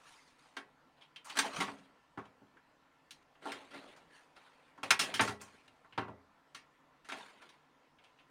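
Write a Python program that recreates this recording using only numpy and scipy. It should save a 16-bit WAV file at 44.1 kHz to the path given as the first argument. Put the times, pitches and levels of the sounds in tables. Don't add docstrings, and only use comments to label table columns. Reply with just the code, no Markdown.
import sys
import numpy as np
from scipy import signal
from scipy.io import wavfile
from scipy.ndimage import uniform_filter1d

SR = 44100
rng = np.random.default_rng(int(sys.argv[2]) if len(sys.argv) > 2 else 0)


def materialize(psi):
    bounded = np.clip(np.atleast_2d(psi).T, -1, 1)
    quanta = np.round(bounded * 32767).astype(np.int16)
    wavfile.write(sys.argv[1], SR, quanta)


N = 366030


def gain_of(db):
    return 10 ** (np.asarray(db) / 20)


def evened(x):
    return x / np.sqrt(np.mean(x ** 2) + 1e-20)


def read(points, hz):
    f, value = np.transpose(points)
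    return np.interp(np.log(hz + 1), np.log(f + 1), value)


def add(mix, s, sound):
    part = mix[round(s * SR):][:len(sound)]
    part += sound[:len(part)]


def resonate(x, hz, width):
    turn = np.exp(2j * np.pi * np.cumsum(hz * np.ones(len(x))) / SR)
    r = np.exp(-np.pi * width / SR)
    smoothed = signal.lfilter([1 - r], [1, -r], x / turn + 1e-18)
    return 2 * (turn * smoothed).real


def coloured(x, points):
    level_db = read(points, abs(np.fft.fftfreq(8192, 1 / SR)))
    log_gain = np.log(gain_of(level_db))
    response = np.exp(np.conj(signal.hilbert(log_gain)))
    taps = np.fft.ifft(response).real[:4096]
    return signal.oaconvolve(x, taps)[:len(x)]


# (f/Hz, level/dB per Hz)
FAN_AIR = [(15, -47.5), (25, -26.5), (49, -5), (109, -21.5), (146, -4), (231, -15.5), (271, 2), (394, -16),
           (438, -3.5), (573, -7), (1000, -4), (1120, -7), (1350, -9), (2500, -14.5), (15000, -40)]
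# (f/Hz, bandwidth/Hz, level/dB)
FAN_TONES = [(146.1, 13, -79), (266, 12, -80.5), (969.98, 20., -79), (1042.9, 11, -82), (1357.8, 13, -78.5),
             (1764.4, 12., -81.5)]
FAN_AIR_DB = -65.5


def fans():
    frames, hz = N // 256 + 5, np.fft.rfftfreq(1024, 1 / SR)
    real, imaginary, patches = rng.standard_normal((frames, 513, 3)).T
    patches = uniform_filter1d(patches, 10, 0)
    patches = evened(uniform_filter1d(patches, 12, 1))
    spectrum_db = read(FAN_AIR, hz) - read(MICROPHONE, hz)
    z = (real + 1j * imaginary) * gain_of(spectrum_db[:, None] + 1.9 * patches)
    air = signal.istft(z, nperseg=1024, noverlap=768)[1][:N]
    tones = sum(gain_of(db) * evened(resonate(rng.standard_normal(N), f, width))
                for f, width, db in FAN_TONES)
    return gain_of(FAN_AIR_DB) * evened(air) + tones


def slips(count, per_s, spread_db):
    size = gain_of(spread_db * np.minimum(rng.exponential(1, count), 4))
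    sign = rng.choice([-1., 1.], count)
    return size * sign * (rng.random(count) < per_s / SR)


# (f/Hz, t60/s)
DENSE_DECAY = [(80, .5), (210, .4), (560, 0.65), (1470, 0.29), (3880, 0.23), (10200, .19)]


def rattle(force, damping, spot_db, direct_db):
    f, frame_s, z = signal.stft(rng.standard_normal(len(force)), SR, nperseg=256, noverlap=192)
    frame_starts = 64 * np.arange(len(frame_s))
    fed = np.add.reduceat(np.pad(force, (0, 256)) ** 2, frame_starts)
    age = frame_s[:280]
    t60 = damping * read(DENSE_DECAY, f)[:, None]
    dying = gain_of(-120 * age / t60)
    dying = dying * (1 + 4.3 * np.exp(-age / 0.0016))
    power = abs(signal.oaconvolve(fed[None], dying, axes=1)[:, :len(frame_s)])
    spot = evened(uniform_filter1d(rng.standard_normal(z.shape), size=24, axis=1))
    spot = gain_of(spot_db * spot)
    dense = signal.istft(z * spot * np.sqrt(power), SR, nperseg=256, noverlap=192)[1][:len(force)]
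    return evened(dense) + gain_of(direct_db) * evened(force)


# (t/s, swell/s, hold/s, time to die by 20 dB/s (sign ignored), level/dB,
#  weight level re rub/dB, rasp level re rub/dB)
STROKES = [(-.09, 0.18366, 0.0561, 0.2892, -59, -21, -2), (0.263, 0.01988, 0.039, 0.0523, -73.5, -17.5, -6),
           (0.379, 0.01027, 0.0904, -0.2038, -66, -16, -4),
           (0.962, 0.02309, 0.02715, 0.0867, -64.5, -26.5, -12),
           (1.248, 0.02358, 0.0962, -0.0783, -50, -14, -5.5), (1.418, 0.028, 0.00523, 0.0868, -38, -10, -6),
           (1.482, 0.09262, 0.00494, 0.1347, -40, -6.5, -4.5),
           (1.645, 0.03658, 0.00314, 0.2286, -54, -2.5, -7.5),
           (3.205, 0.02052, .005, 0.0081, -67, -19, -6.5), (3.404, 0.07749, .005, 0.2228, -44.5, -6, -7.5),
           (3.696, 0.05774, 0.00475, 0.3096, -51, -2.5, -8), (3.851, 0.04054, 0.0528, 0.125, -65, -2.5, -9),
           (4.069, 0.0956, 0.00585, 0.1469, -59.5, -13, -4),
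           (4.349, 0.01364, 0.004444, -0.6356, -59.5, -8, -8),
           (4.833, 0.01397, 0.01332, -0.0897, -43, -3, -9), (4.987, 0.02274, 0.11178, 0.068, -45, 0, -11.5),
           (5.219, 0.0294, 0.005575, 0.0573, -37, -3, -1.5),
           (5.394, 0.01244, 0.00533, 0.3696, -55, -5, -5.5),
           (7.122, 0.05054, 0.00504, 0.2498, -47.5, -11, -7),
           (7.313, 0.0306, 0.0369, 0.026, -68.5, 1.5, -8.5),
           (7.405, 0.01205, 0.0055, -0.2195, -60.5, -4, -9.5), (7.959, 0.079, .005, -0.23, -70, -20, -10.5),
           (8.169, 0.0368, 0.005213, 0.0181, -64.5, -20.5, -12)]
SWELL_POWER = 1.3


def rubs():
    clumps = evened(uniform_filter1d(rng.standard_normal(N), size=700))
    force = slips(N, per_s=3300.0, spread_db=3.) * gain_of(1.2 * clumps)
    body = rattle(force, 0.25, spot_db=5.0, direct_db=-8.5)
    low = coloured(body, [(60, -12.5), (200, -2), (600, 3.5), (1200, -20.5), (4000, -49.5)])
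    middle = coloured(body, [(300, -34.5), (900, 3.5), (2500, 1.5), (6000, -13.5), (16000, -42.0)])
    high = coloured(body, [(1500, -27.5), (4500, 21.5), (16000, 7.0)])
    layers = np.array([evened(x) for x in (middle, low, high)])
    gains = np.zeros((N, 3))
    t = np.arange(N) / SR
    for start, swell, hold, dying, db, weight_db, rasp_db in STROKES:
        since = t[max(round(start * SR), 0):][:SR * 2 // 3] - start
        press = np.clip(since / swell, 0, 1) ** SWELL_POWER
        press = press * gain_of(-20 * np.maximum(since - swell - hold, 0) / abs(dying))
        layer_gains = gain_of(db + np.array([0, weight_db, rasp_db]))
        add(gains, max(start, 0), press[:, None] * layer_gains)
    return (layers * gains.T).sum(0)


# (f/Hz, level/dB, t60/s)
CASE_MODES = [(112.58, 5, 0.35), (85, -6, 1), (167.16, -0.5, 0.38), (205.68, -2.5, 0.8), (235.56, 0, 0.33),
              (321, -6, 0.16), (415.52, -3.5, 0.57), (281.35, 6.5, 0.28), (377.81, 0, .38),
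              (455.49, -5, .3), (638.32, 2.5, 0.12), (664.45, 2, .17), (782.1, 2.5, 0.23), (894.49, 3, .22),
              (954.73, -3, .2), (1093.8, -1, 0.35), (1163, -9, 0.32), (1374.1, 6, 0.13),
              (1560.4, -2., 0.13), (1718.8, 0.5, 0.18), (1940, -8.5, 0.54), (2100, -7, 0.2),
              (2178.4, -1., 0.25), (2365.6, -5.5, .18), (2538.5, -9.5, 0.4), (2729.3, -1, 0.22),
              (3211.8, 0, 0.21), (3912.6, 0.5, .15), (4624, -16.5, .15)]


def ring(force, damping, spot_db):
    t = np.arange(len(force)) / SR
    hz, db, t60 = np.transpose(CASE_MODES)[:, :, None]
    weight, detune = rng.standard_normal((2, *hz.shape))
    hz = hz * (1 + 0.0093 * detune)
    phase = 2 * np.pi * (hz * t + rng.random(hz.shape))
    envelope = gain_of(db + spot_db * weight - 60 * t / (t60 * damping))
    modes = (envelope * np.sin(phase)).sum(0)
    return evened(modes * np.sqrt(np.cumsum(force ** 2)))


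# (t/s, knock level/dB, side panel boom/dB, thud/dB, clack/dB, claw edge/dB,
#  skid time constant/s, share of the free ring time left by the paw, f of the spot struck/Hz)
BLOWS = [(0.5674, -35, -51, -14, -2.5, -14, 0.00785, 0.7037, 1557),
         (1.0118, -60, -37, -24, 10, -8.5, 0.02348, 0.6847, 3637),
         (1.1608, -50.5, -31.5, -19.5, 12, -6.5, 0.00523, 0.6872, 3145),
         (1.246, -50, -37, -36.5, -11, 2, 0.0255, 0.888, 1173),
         (1.2981, -45, -39.5, -18.5, 4.5, -2, 0.00785, 0.812, 1985),
         (1.3547, -38, -47, -13, -4.5, -9, 0.03194, 0.7185, 1420),
         (1.3702, -29, -38.5, -14, 0.5, -2.5, 0.013355, 0.3335, 1639),
         (1.3882, -22.5, -39.5, -21, -1, -2, 0.010995, .7, 1601),
         (1.4533, -40, -33, -14.5, -10.5, -11, 0.02097, 0.57, 557),
         (1.587, -43, -28.5, -8, -5.5, -4.5, .014, 0.3338, 598.6),
         (1.6036, -27.5, -34, -14, -3.5, -9, 0.01913, 0.6369, 1121),
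         (1.6807, -37, -25, -14.5, -12, -37.5, .0058, 0.6105, 950),
         (2.175, -38.5, -18.5, -8, -19, -30.5, 0.02865, 0.353, 1083),
         (2.2543, -53.5, -10.5, -17.5, -5.5, -21.5, 0.004633, .8, 1249),
         (2.4158, -65, 2.5057, 13.5, -16.5, -20.5, 0.0091, .54, 828.5),
         (2.5691, -55, -25.5, -36, -12, -29.5, 0.006087, 0.639, 1636),
         (3.108, -53.5, -30.5, -12.5, 11.5, 9.5, .0075, 0.8215, 4210),
         (3.3539, -59, -36.5, -15.5, -5, -29, 0.006935, 1, 658),
         (3.4223, -51.5, -41.5, -10.5, -7, -19, 0.0127, 0.987, 1600),
         (3.4558, -36, -63.5, -8.5, -44.5, -20, 0.01009, 1, 848.9),
         (3.5187, -38, -29, -31.5, -6, -10, 0.008795, 0.8045, 3154),
         (3.7087, -52, -37, -1.5, 1.5, -10, 0.01648, 1, 1381),
         (3.7415, -46.5, -39, -11, -8.5, -18, 0.00899, 1, 1403),
         (3.9627, -56.5, -31, -14.5, -9.5, -8.5, 0.0135, 1, 1510),
         (4.3645, -53.5, -46, -26, 0.0376, -12.5, .0098, 0.906, 1344),
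         (4.7773, -49, -26, -4.5, -12.5, -21.5, .011, 1, 1046),
         (4.8315, -32.5, -20.5, -14, -2, -8, 0.007615, 0.5516, 1070),
         (4.906, -16, -37, -31, -4, -7, 0.006056, .6, 2350),
         (4.9927, -27, -32.5, -16.5, 2, 1.5, 0.025858, 0.7209, 2697),
         (5.141, -32.5, -19, -12, 1.5, 0.5, 0.01022, 0.9685, 3153),
         (5.1945, -19.5, -41.5, -13.5, -2.5, -28.5, 0.008554, 0.6864, 1878),
         (5.2078, -26, -11, -8, -1.5, -1.5, 0.01806, 0.3634, 925),
         (5.2769, -29.5, -15.5, -14, -8.5, -11, 0.023112, 0.5468, 1326),
         (5.4143, -46.5, -19.5, -31, -20, 0, 0.007758, 1, 1092),
         (5.6795, -60, -7.5, -12.5, 8.5, -3.5, 0.005607, 0.4315, 2776),
         (5.846, -54, -21, -19, -17.5, -26, 0.00829, 0.9973, 1120),
         (5.925, -55, -11, -12.5, 4, -19.5, 0.0112, 0.851, 1648),
         (5.9776, -27, -17, -11.5, -9, -26.5, 0.008293, 0.8418, 974.2),
         (6.0814, -47, -6.5, -3.16, -14.5, -27.5, 0.0132, 0.665, 650.5),
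         (6.547, -44, -31, -23.5, 1.3737, -7, 0.01056, 0.826, 1833),
         (7.0467, -55, -33, -14, -1.5, -8, 0.02784, 0.9973, 1923),
         (7.0879, -41.5, -40, -17, -8, -11, 0.00787, 1, 1410),
         (7.0969, -37, -47, -47.5, -1.5, -16, 0.0137, 0.9516, 1348),
         (7.1203, -38.5, -44.5, -11.5, -0.5, -12, 0.00618, 1, 746.4),
         (7.421, -52, -35, -27, -5.5, -11.5, 0.0099, 0.987, 1650),
         (7.491, -63.5, -24, -19, 11.5, 2.3034, 0.008575, 0.82, 1580),
         (7.9865, -65, -36, -19.5, 12, -14, 0.00654, 0.8, 2180),
         (8.039, -64, -15, -11.5, 6, -7, 0.008655, 0.9657, 2646),
         (8.1888, -65, -17.5, -5, 13.5, -11.5, 0.0098, 0.992, 2578)]
RISE_S, MIDDLE_HZ = .0016, 1524.7
HOLLOW_DB, HOLLOW_DB_PER_OCTAVE, HOLLOW_PER_THUD = -0.5, -5, .4


def blow(s, db, boom_db, thud_db, clack_db, edge_db, skid, damping, spot_hz):
    t = np.arange(SR * 2 // 5) / SR
    octaves = np.log2(spot_hz / MIDDLE_HZ)
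    hollow_db = HOLLOW_DB + HOLLOW_DB_PER_OCTAVE * octaves + HOLLOW_PER_THUD * thud_db
    envelope = (1 - np.exp(-t / RISE_S)) * np.exp(-t / skid)
    force = slips(len(t), per_s=4000., spread_db=2.5) * envelope
    force[0] += 2.2
    dense = rattle(force, damping, spot_db=4.0, direct_db=-5.5)
    dense = dense - .6 * signal.lfilter(*signal.butter(1, 700., fs=SR), dense)
    sound = dense + gain_of(-6.0) * ring(force, damping, spot_db=1.5345)
    sound = sound + resonate(sound, spot_hz, 0.077 * spot_hz)
    touch = [(40, boom_db - 3.5), (110, boom_db + 12.5), (240, thud_db + 5.5), (600, hollow_db),
             (1400, 0.022), (3000, clack_db), (6500, edge_db - 4.5), (16000, edge_db - 8.0)]
    sound = coloured(sound, touch)
    band = signal.butter(2, [900, 2000], "band", fs=SR, output="sos")
    knock = signal.sosfilt(band, sound[:2500])
    return s, gain_of(db) * sound / np.sqrt(2 * uniform_filter1d(knock ** 2, size=400).max())


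# (t/s, level/dB)
DESK_HUMS = [(1.396, -46.5), (1.585, -55), (1.689, -47), (1.806, -57), (3.456, -50.5), (3.731, -53),
             (5.206, -48.5), (5.978, -49)]
# (f/Hz, level re hum/dB, t60/s)
BOARD_MODES = [(267.09, -4.5, 0.88), (278.6, -3, 0.71)]


def desk(s, db):
    t = np.arange(SR * 3 // 4) / SR
    pair = sum(gain_of(level_db - 60 * t / t60) * np.sin(2 * np.pi * (hz * t + rng.random()))
               for hz, level_db, t60 in BOARD_MODES)
    return s, gain_of(db) * pair * (1 - np.exp(-t / 0.0091))


# (t/s, level/dB)
THUMPS = [(1.577, -37.5), (1.78, -56.5)]
THUMP_HZ, THUMP_BEND = 205.33, 0.25207
THUMP_RISE_S, THUMP_T60_S = 0.00789, 0.4723


def thump(s, db):
    t = np.arange(SR // 4) / SR
    hz = THUMP_HZ * (1 - THUMP_BEND * np.exp(-t / 0.04138))
    tone = np.sin(2 * np.pi * np.cumsum(hz) / SR)
    tone = tone + 0.3653 * evened(resonate(rng.standard_normal(len(t)), hz, 90.))
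    envelope = gain_of(db - 60 * t / THUMP_T60_S) * (1 - np.exp(-t / THUMP_RISE_S))
    return s, envelope * tone


TRAY_START_S, TRAY_PEAK_S = 4.09, 4.19
TRAY_DB, TRAY_SWELL_DB_PER_S, TRAY_FADE_DB_PER_S = -58.5, 88.5, 371.5
TRAY_HZ, TRAY_SAG_HZ_PER_S = 1702.5, 1800
TRAY_TOP_HZ, TRAY_TOP_DB = 9155, -18


def tray():
    t = np.arange(SR // 4) / SR
    late = t - (TRAY_PEAK_S - TRAY_START_S)
    hz = TRAY_HZ - TRAY_SAG_HZ_PER_S * np.clip(late, 0, .1)
    db = TRAY_DB + np.minimum(TRAY_SWELL_DB_PER_S * late, -TRAY_FADE_DB_PER_S * late)
    noise = rng.standard_normal(len(t))
    whine = evened(resonate(resonate(noise, hz, 180.0), hz, 330.0))
    top = evened(resonate(resonate(noise, TRAY_TOP_HZ, 300.), TRAY_TOP_HZ, 500.))
    motor = whine + gain_of(TRAY_TOP_DB) * top
    return TRAY_START_S, gain_of(db) * motor * signal.windows.tukey(len(t), .2)


def scene():
    mix = fans() + rubs()
    for row in BLOWS:
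        add(mix, *blow(*row))
    for row in DESK_HUMS:
        add(mix, *desk(*row))
    for row in THUMPS:
        add(mix, *thump(*row))
    add(mix, *tray())
    return mix[None]


# (f/Hz, level/dB)
MICROPHONE = [(30, -8.5), (90, -6.5), (250, -3), (3000, -4.5), (6500, -2.5), (7800, -6.5), (9200, -2),
              (10300, -9), (11600, -21), (13000, -13.5), (15500, -22)]
BAND_LIMIT_HZ = 16200


def record(dry):
    heard = coloured(dry[0], MICROPHONE)[None]
    low_pass = signal.firwin(255, BAND_LIMIT_HZ, window=("kaiser", 9), fs=SR)
    return signal.oaconvolve(heard, low_pass[None], "same")


dry = scene()
out = record(dry)
materialize(out)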